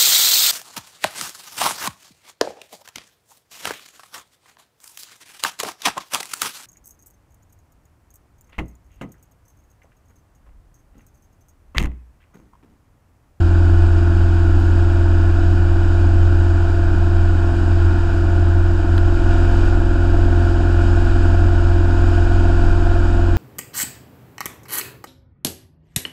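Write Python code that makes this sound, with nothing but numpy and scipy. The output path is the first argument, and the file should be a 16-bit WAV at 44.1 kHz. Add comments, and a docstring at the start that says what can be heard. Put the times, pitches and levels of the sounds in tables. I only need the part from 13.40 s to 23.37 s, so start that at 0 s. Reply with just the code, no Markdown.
"""A four-cylinder engine turning a two-blade propeller near 2570 rpm drones in a light aircraft on climb-out.
Firings and blades boom on multiples of the shaft speed; uneven cylinders shake the cabin panels each cycle.
The slipstream is filtered noise that hisses round the windows, over a low noise rumble of the airframe.
The drone firms up as the speed creeps up; a few noise bursts tick in the cabin and a thin whine pulses."""
import sys
import numpy as np
from scipy import signal
from scipy.fft import rfft, irfft
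from scipy.io import wavfile

SR = 44100
rng = np.random.default_rng(int(sys.argv[2]) if len(sys.argv) > 2 else 0)


def wav_out(sig):
    """Save sig, one row per channel (or a flat mono array), as 16-bit PCM at SR to the path in sys.argv[1]."""
    wavfile.write(sys.argv[1], SR, np.round(np.clip(np.atleast_2d(sig).T, -1, 1) * 32767).astype(np.int16))


N = 439677

# low rumble of the airframe, relative levels: (pitch_hz, level_db per Hz)
RUMBLE_SPECTRUM = [(8, -48.5), (15, -14), (23, 4.5), (35, -7.5), (60, -9.5), (78, -2), (110, -10.5),
                   (145, -15), (230, -16), (285, -12.5), (318, -8.5), (355, -16), (420, -30), (1000, -68)]
# slipstream before the gaps colour it, relative levels: (pitch_hz, level_db per Hz)
WIND_SPECTRUM = [(500, -2), (1700, -0.5), (2050, -11), (3200, -3), (4200, -8), (5300, -9), (6100, -14),
                 (7500, -15), (8600, -18), (10000, -22.5), (12000, -30), (14000, -39), (14700, -42)]
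# window and door gaps that colour the slipstream: (pitch_hz, width_hz, lift_db)
WINDOW_GAPS = [(2437, 450, 12.5), (2934, 400, 7), (3790, 230, 4.5), (4830, 960, 6), (6570, 300, 6),
               (7060, 450, 8.5), (7870, 580, 7.5)]
# strength of the airflow; only its swing about the mean is used: (time_s, level_db)
AIRFLOW_LEVEL = [(0.1, -56.5), (0.61, -56.5), (1.05, -57), (1.1, -56.5), (1.24, -56), (4.06, -56.5),
                 (4.34, -55), (5.26, -56.5), (5.72, -55.5), (5.91, -52), (6.29, -53), (6.37, -55),
                 (7.89, -53), (8.41, -54.5), (8.68, -53), (9.85, -54.5)]
# small hard ticks in the cabin, levels at the onset: (start_s, snap_db, knock_db, time to fall 60 dB t60_s)
CABIN_TICKS = [(0.944, -56, -50, .06), (1.200, -56, -44, .06), (5.5796, -43, -16, 0.011)]
# what the knock of a tick rings with, relative levels: (pitch_hz, width_hz, level_db)
KNOCK_RESONANCES = [(1460, 240, 6), (2840, 640, -5), (4600, 900, -18)]
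# cabin panels shaken by the engine, relative levels: (pitch_hz, width_hz, level_db)
PANEL_RESONANCES = [(520, 240, -13.5), (694, 115, -4), (840, 48, -7), (918.6, 45, -6), (1065, 98, -8),
                    (1303, 160, -12.5), (1442, 136, -3), (1635, 167, -9.5)]
# relative push of each cylinder on the panels, in firing order, the two strong cylinders first: (push_db)
CYLINDER_PUSH = [0.75, 0.79, -.2, -0.68]
# other lines of the drone: (multiple of shaft speed, slow_db at the slow speed, fast_db at the fast speed)
DRONE_LINES = [(1.5, -46, -37), (3.0, -54, -37), (3.5, -46, -47), (4.5, -47, -44), (5.0, -54, -43),
               (5.5, -48, -42), (6.5, -48, -41), (7.0, -36, -34), (7.5, -38, -35), (8.0, -28, -27),
               (8.5, -49, -45), (9.0, -43, -42), (9.5, -50, -48), (10.0, -50, -48), (12, -58, -50),
               (13.0, -48, -44)]
# second harmonic of the blade rate, before a fixed trim: (time_s, level_db)
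BLADE_OVERTONE = [(0.1, -31), (0.51, -41), (0.72, -28), (1.21, -41.5), (2.0, -42), (2.05, -30.5),
                  (3.33, -46), (3.38, -33.5), (8.63, -40), (9.3, -32), (9.39, -40), (9.85, -44)]
# boom at the firing and blade rate, before its random throb: (time_s, level_db)
BOOM_LEVEL = [(0.05, -11.5), (0.63, -11.5), (0.92, -13), (2.87, -12.5), (3.53, -14.5), (4.49, -13),
              (4.6, -17), (5.15, -13), (5.45, -18), (5.51, -11.5), (5.76, -19), (6.09, -14), (6.52, -18),
              (6.66, -15.5), (8.94, -13.5), (9.21, -16.5), (9.79, -16.5), (9.9, -15)]
# firings per second, two to each turn of the shaft, before a little hunting: (time_s, rate_hz)
FIRING_RATE = [(0.0, 85.1), (1.97, 85.3), (2.58, 85.5), (4.41, 85.7), (4.66, 85.6), (6.41, 86.4),
               (8.47, 86.6), (8.69, 86.8), (9.97, 86.5)]

KICK_AT = 0.375  # share of the engine cycle (two turns) at which the first of the two strong cylinders fires
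SLOW_HZ, FAST_HZ = 85.8, 86.2  # firing rates between which the drone firms up
HISS_DB, HISS_PER_FLOW = -42.5, 0.87  # mean hiss; dB it gains for each dB of airflow
ROAR_DB, ROAR_PER_FLOW = -32, 0.65  # mean panel roar; dB it gains for each dB of airflow
HOWL_DB, HOWL_DB_PER_HZ = -36.3, 4.2  # howl at SLOW_HZ; dB it gains for each Hz of firing rate
TOP_HZ = 14500  # upper edge of the treble
T = np.arange(N) / SR  # time in seconds
HZ = np.maximum(np.arange(N // 2 + 1) * SR / N, 1)  # frequency of every spectrum bin


def undb(db):
    """Turn decibels into gain."""
    return 10 ** (np.asarray(db) / 20)


def unit(x):
    """Scale to an rms (average strength) of one."""
    return x / np.sqrt(np.mean(x ** 2))


def curves(table):
    """Join each column of a table, whose first column is time, by straight lines."""
    s, *columns = np.transpose(table)
    return [np.interp(T, s, column) for column in columns]


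def noise():
    """White noise: equal strength at every pitch."""
    return rng.standard_normal(N)


def walk(rate_hz):
    """Smooth random wandering of rms one, moving up to about rate_hz times a second."""
    return unit(irfft(rfft(noise()) / (1 + (HZ / rate_hz) ** 2), N))


def slope(points):
    """Gain at every frequency, joined from (Hz, dB) points."""
    hz, db = np.transpose(points)
    return undb(np.interp(np.log(HZ), np.log(hz), db))


def resonance(hz, width_hz):
    """Gain of a steep resonance (two in a row) at every frequency."""
    detuning = (HZ ** 2 - hz ** 2) / (2 * HZ * width_hz / np.sqrt(2))
    return 1 / (1 + detuning ** 2)


def body(modes):
    """Gain of several resonances whose powers add."""
    powers = [(undb(db) * resonance(hz, width)) ** 2 for hz, width, db in modes]
    return np.sqrt(sum(powers))


def colour(x, gain):
    """Filter x by a gain for every frequency, then scale to an rms of one."""
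    return unit(irfft(rfft(x) * gain, N))


def tone(turns, order, scatter_turns=0.21):
    """A line of rms one on a shaft multiple; the cabin scatters its phase from the KICK_AT firing."""
    phase = order * (turns - 2 * KICK_AT) + scatter_turns * rng.standard_normal()
    return np.sqrt(2) * np.cos(2 * np.pi * phase)


def swell(turns, order, rate_hz):
    """A line of about rms one on a shaft multiple that swells, fades and slips at random."""
    drift = walk(rate_hz) + 1j * walk(rate_hz)
    return (drift * np.exp(2j * np.pi * order * turns)).real


def rumble(gust_db, rumble_db=-26, per_flow=0.55, buffet_db=1):
    """Buffeting air and engine vibration rumble through the airframe, more in a stronger flow."""
    level_db = rumble_db + per_flow * gust_db + buffet_db * walk(6.1)
    return undb(level_db) * colour(noise(), slope(RUMBLE_SPECTRUM))


def slipstream(turns, hiss_db, blade_depth=0.031, flicker_db=0.42):
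    """Air hisses past the window and door gaps, chopped slightly by the passing blades."""
    lift_db = sum(db * resonance(hz, width) ** 2 for hz, width, db in WINDOW_GAPS)
    chop = 1 + blade_depth * np.cos(2 * np.pi * 2 * turns)
    hiss = colour(chop * noise(), slope(WIND_SPECTRUM) * undb(lift_db))
    return undb(hiss_db + flicker_db * walk(6.9)) * hiss


def whine(hz=12890, rate_hz=48, whine_db=-81):
    """A thin electronic whine: a narrow band of noise in steady pulses."""
    pulse = (1 + np.cos(2 * np.pi * rate_hz * T)) ** 2
    return undb(whine_db) * unit(pulse * colour(noise(), resonance(hz, 60)))


def ticks(snap_hz=11200, snap_width_hz=1900):
    """Short hard contacts: each dying noise burst rings a bright snap over a dull knock."""
    snap, knock = 0, 0
    for start_s, snap_db, knock_db, t60_s in CABIN_TICKS:
        decay = np.exp(-np.log(1000) * np.maximum(T - start_s, 0) / t60_s)
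        burst = noise() * (T >= start_s) * decay
        snap = snap + undb(snap_db) * burst
        knock = knock + undb(knock_db) * burst
    snap_spectrum = rfft(snap) * unit(resonance(snap_hz, snap_width_hz))
    knock_spectrum = rfft(knock) * unit(body(KNOCK_RESONANCES))
    return irfft(snap_spectrum + knock_spectrum, N)


def panels(turns, roar_db, repeat=0.38, pulse_depth=0.081):
    """Each firing sends a burst into the panels; part of the clatter repeats every engine cycle."""
    cycle = (turns / 2 - KICK_AT) % 1  # 0 when the first of the two strong cylinders fires
    count = len(CYLINDER_PUSH)
    push = undb(np.interp(cycle, np.arange(count) / count, CYLINDER_PUSH, period=1))
    burst = 1 + pulse_depth * np.cos(2 * np.pi * count * cycle)
    pattern = rng.standard_normal(size=2048)
    clatter = unit(np.interp(cycle, np.arange(len(pattern)) / len(pattern), pattern, period=1))
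    # repeat is the share of power in the repeating clatter
    mix = np.sqrt(repeat) * clatter + np.sqrt(1 - repeat) * noise()
    return undb(roar_db) * colour(push * burst * mix, body(PANEL_RESONANCES))


def howl(turns, firing_hz, sharp=4, uneven=0.3, rough=0.4, ring_hz=692, width_hz=50):
    """A panel near 16 times shaft speed rings louder with speed, kicked unevenly once a cycle."""
    between = 0.5  # steady part of the ringing, relative to the kick
    peak = np.exp(sharp * (np.cos(np.pi * turns - 2 * np.pi * KICK_AT) - 1))  # highest at KICK_AT
    kick = between + (1 + uneven * walk(12)) * peak
    ring = tone(turns, order=16) + rough * colour(noise(), resonance(ring_hz, width_hz))
    return undb(HOWL_DB + HOWL_DB_PER_HZ * (firing_hz - SLOW_HZ)) * unit(kick * ring)


def drone(turns, fast, waver=0.27, firm_db=-33, drift_hz=1.7):
    """The other engine and propeller lines; gusts through the disc make the weak ones waver most."""
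    out = 0
    for order, slow_db, fast_db in DRONE_LINES:
        db = slow_db + fast * (fast_db - slow_db)
        depth = waver / (1 + undb(db - firm_db) ** 2)
        out = out + undb(db) * (tone(turns, order) + depth * swell(turns, order, drift_hz))
    return out


def blades(turns, fast, second_db=-2, third_db=-45, third_rise_db=11, gust_db=-41, gust_hz=1.6):
    """The blade rate's second harmonic comes and goes; the third wavers in turbulence, firming with speed."""
    overtone_db, = curves(BLADE_OVERTONE)
    second = undb(overtone_db + second_db) * tone(turns, order=4)
    steady = undb(third_db + third_rise_db * fast) * tone(turns, order=6)
    wavering = undb(gust_db) * swell(turns, order=6, rate_hz=gust_hz)
    return second + steady + wavering


def boom(turns, fast, shaft_db=-21, shaft_rise_db=4, shake_db=-19.0, shake_rise_db=2.0,
         throb_db=0.8, wobble_db=1.6, wobble_hz=1.9, sway_turns=0.0043):
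    """Two firings and two blades a turn boom; shaft (each turn) and mounts (each two) shake more with speed."""
    boom_db, = curves(BOOM_LEVEL)
    firing_level = undb(boom_db + throb_db * walk(wobble_hz))
    firing = firing_level * np.cos(2 * np.pi * 2 * (turns + sway_turns * walk(1.4)))
    shaft = undb(shaft_db + shaft_rise_db * fast) * np.cos(2 * np.pi * turns)
    rocking_level = undb(shake_db + shake_rise_db * fast + wobble_db * walk(wobble_hz))
    rocking = rocking_level * np.cos(np.pi * (turns + 1 / 4))
    return -np.sqrt(2) * (firing + shaft + rocking)  # all three pull nearly together once a cycle


def scene():
    """The slightly hunting shaft drives every engine line; the airflow sets hiss, rumble and panel roar."""
    hunt_hz = 0.051  # rms wander of the firing rate
    firing_hz, = curves(FIRING_RATE)
    turns = np.cumsum(firing_hz + hunt_hz * walk(6.3)) / 2 / SR  # shaft turns so far
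    fast = np.clip((firing_hz - SLOW_HZ) / (FAST_HZ - SLOW_HZ), 0, 1)  # 0 slow, 1 fast
    flow_db, = curves(AIRFLOW_LEVEL)
    gust_db = flow_db - flow_db.mean()
    air = rumble(gust_db) + slipstream(turns, HISS_DB + HISS_PER_FLOW * gust_db)
    roar = panels(turns, ROAR_DB + ROAR_PER_FLOW * gust_db)
    lines = howl(turns, firing_hz) + drone(turns, fast) + blades(turns, fast) + boom(turns, fast)
    return (air + whine() + ticks() + roar + lines)[None]


def record(dry):
    """The sound fades in over 4 ms, and a steep low-pass filter cuts the top of the treble."""
    ease = np.sin(np.pi / 2 * np.minimum(T / 0.004, 1)) ** 2
    low_pass = signal.ellip(10, 0.2, 80, TOP_HZ, fs=SR, output="sos")  # 0.2 dB ripple, 80 dB cut
    return signal.sosfilt(low_pass, ease * dry)


dry = scene()
out = record(dry)
wav_out(out)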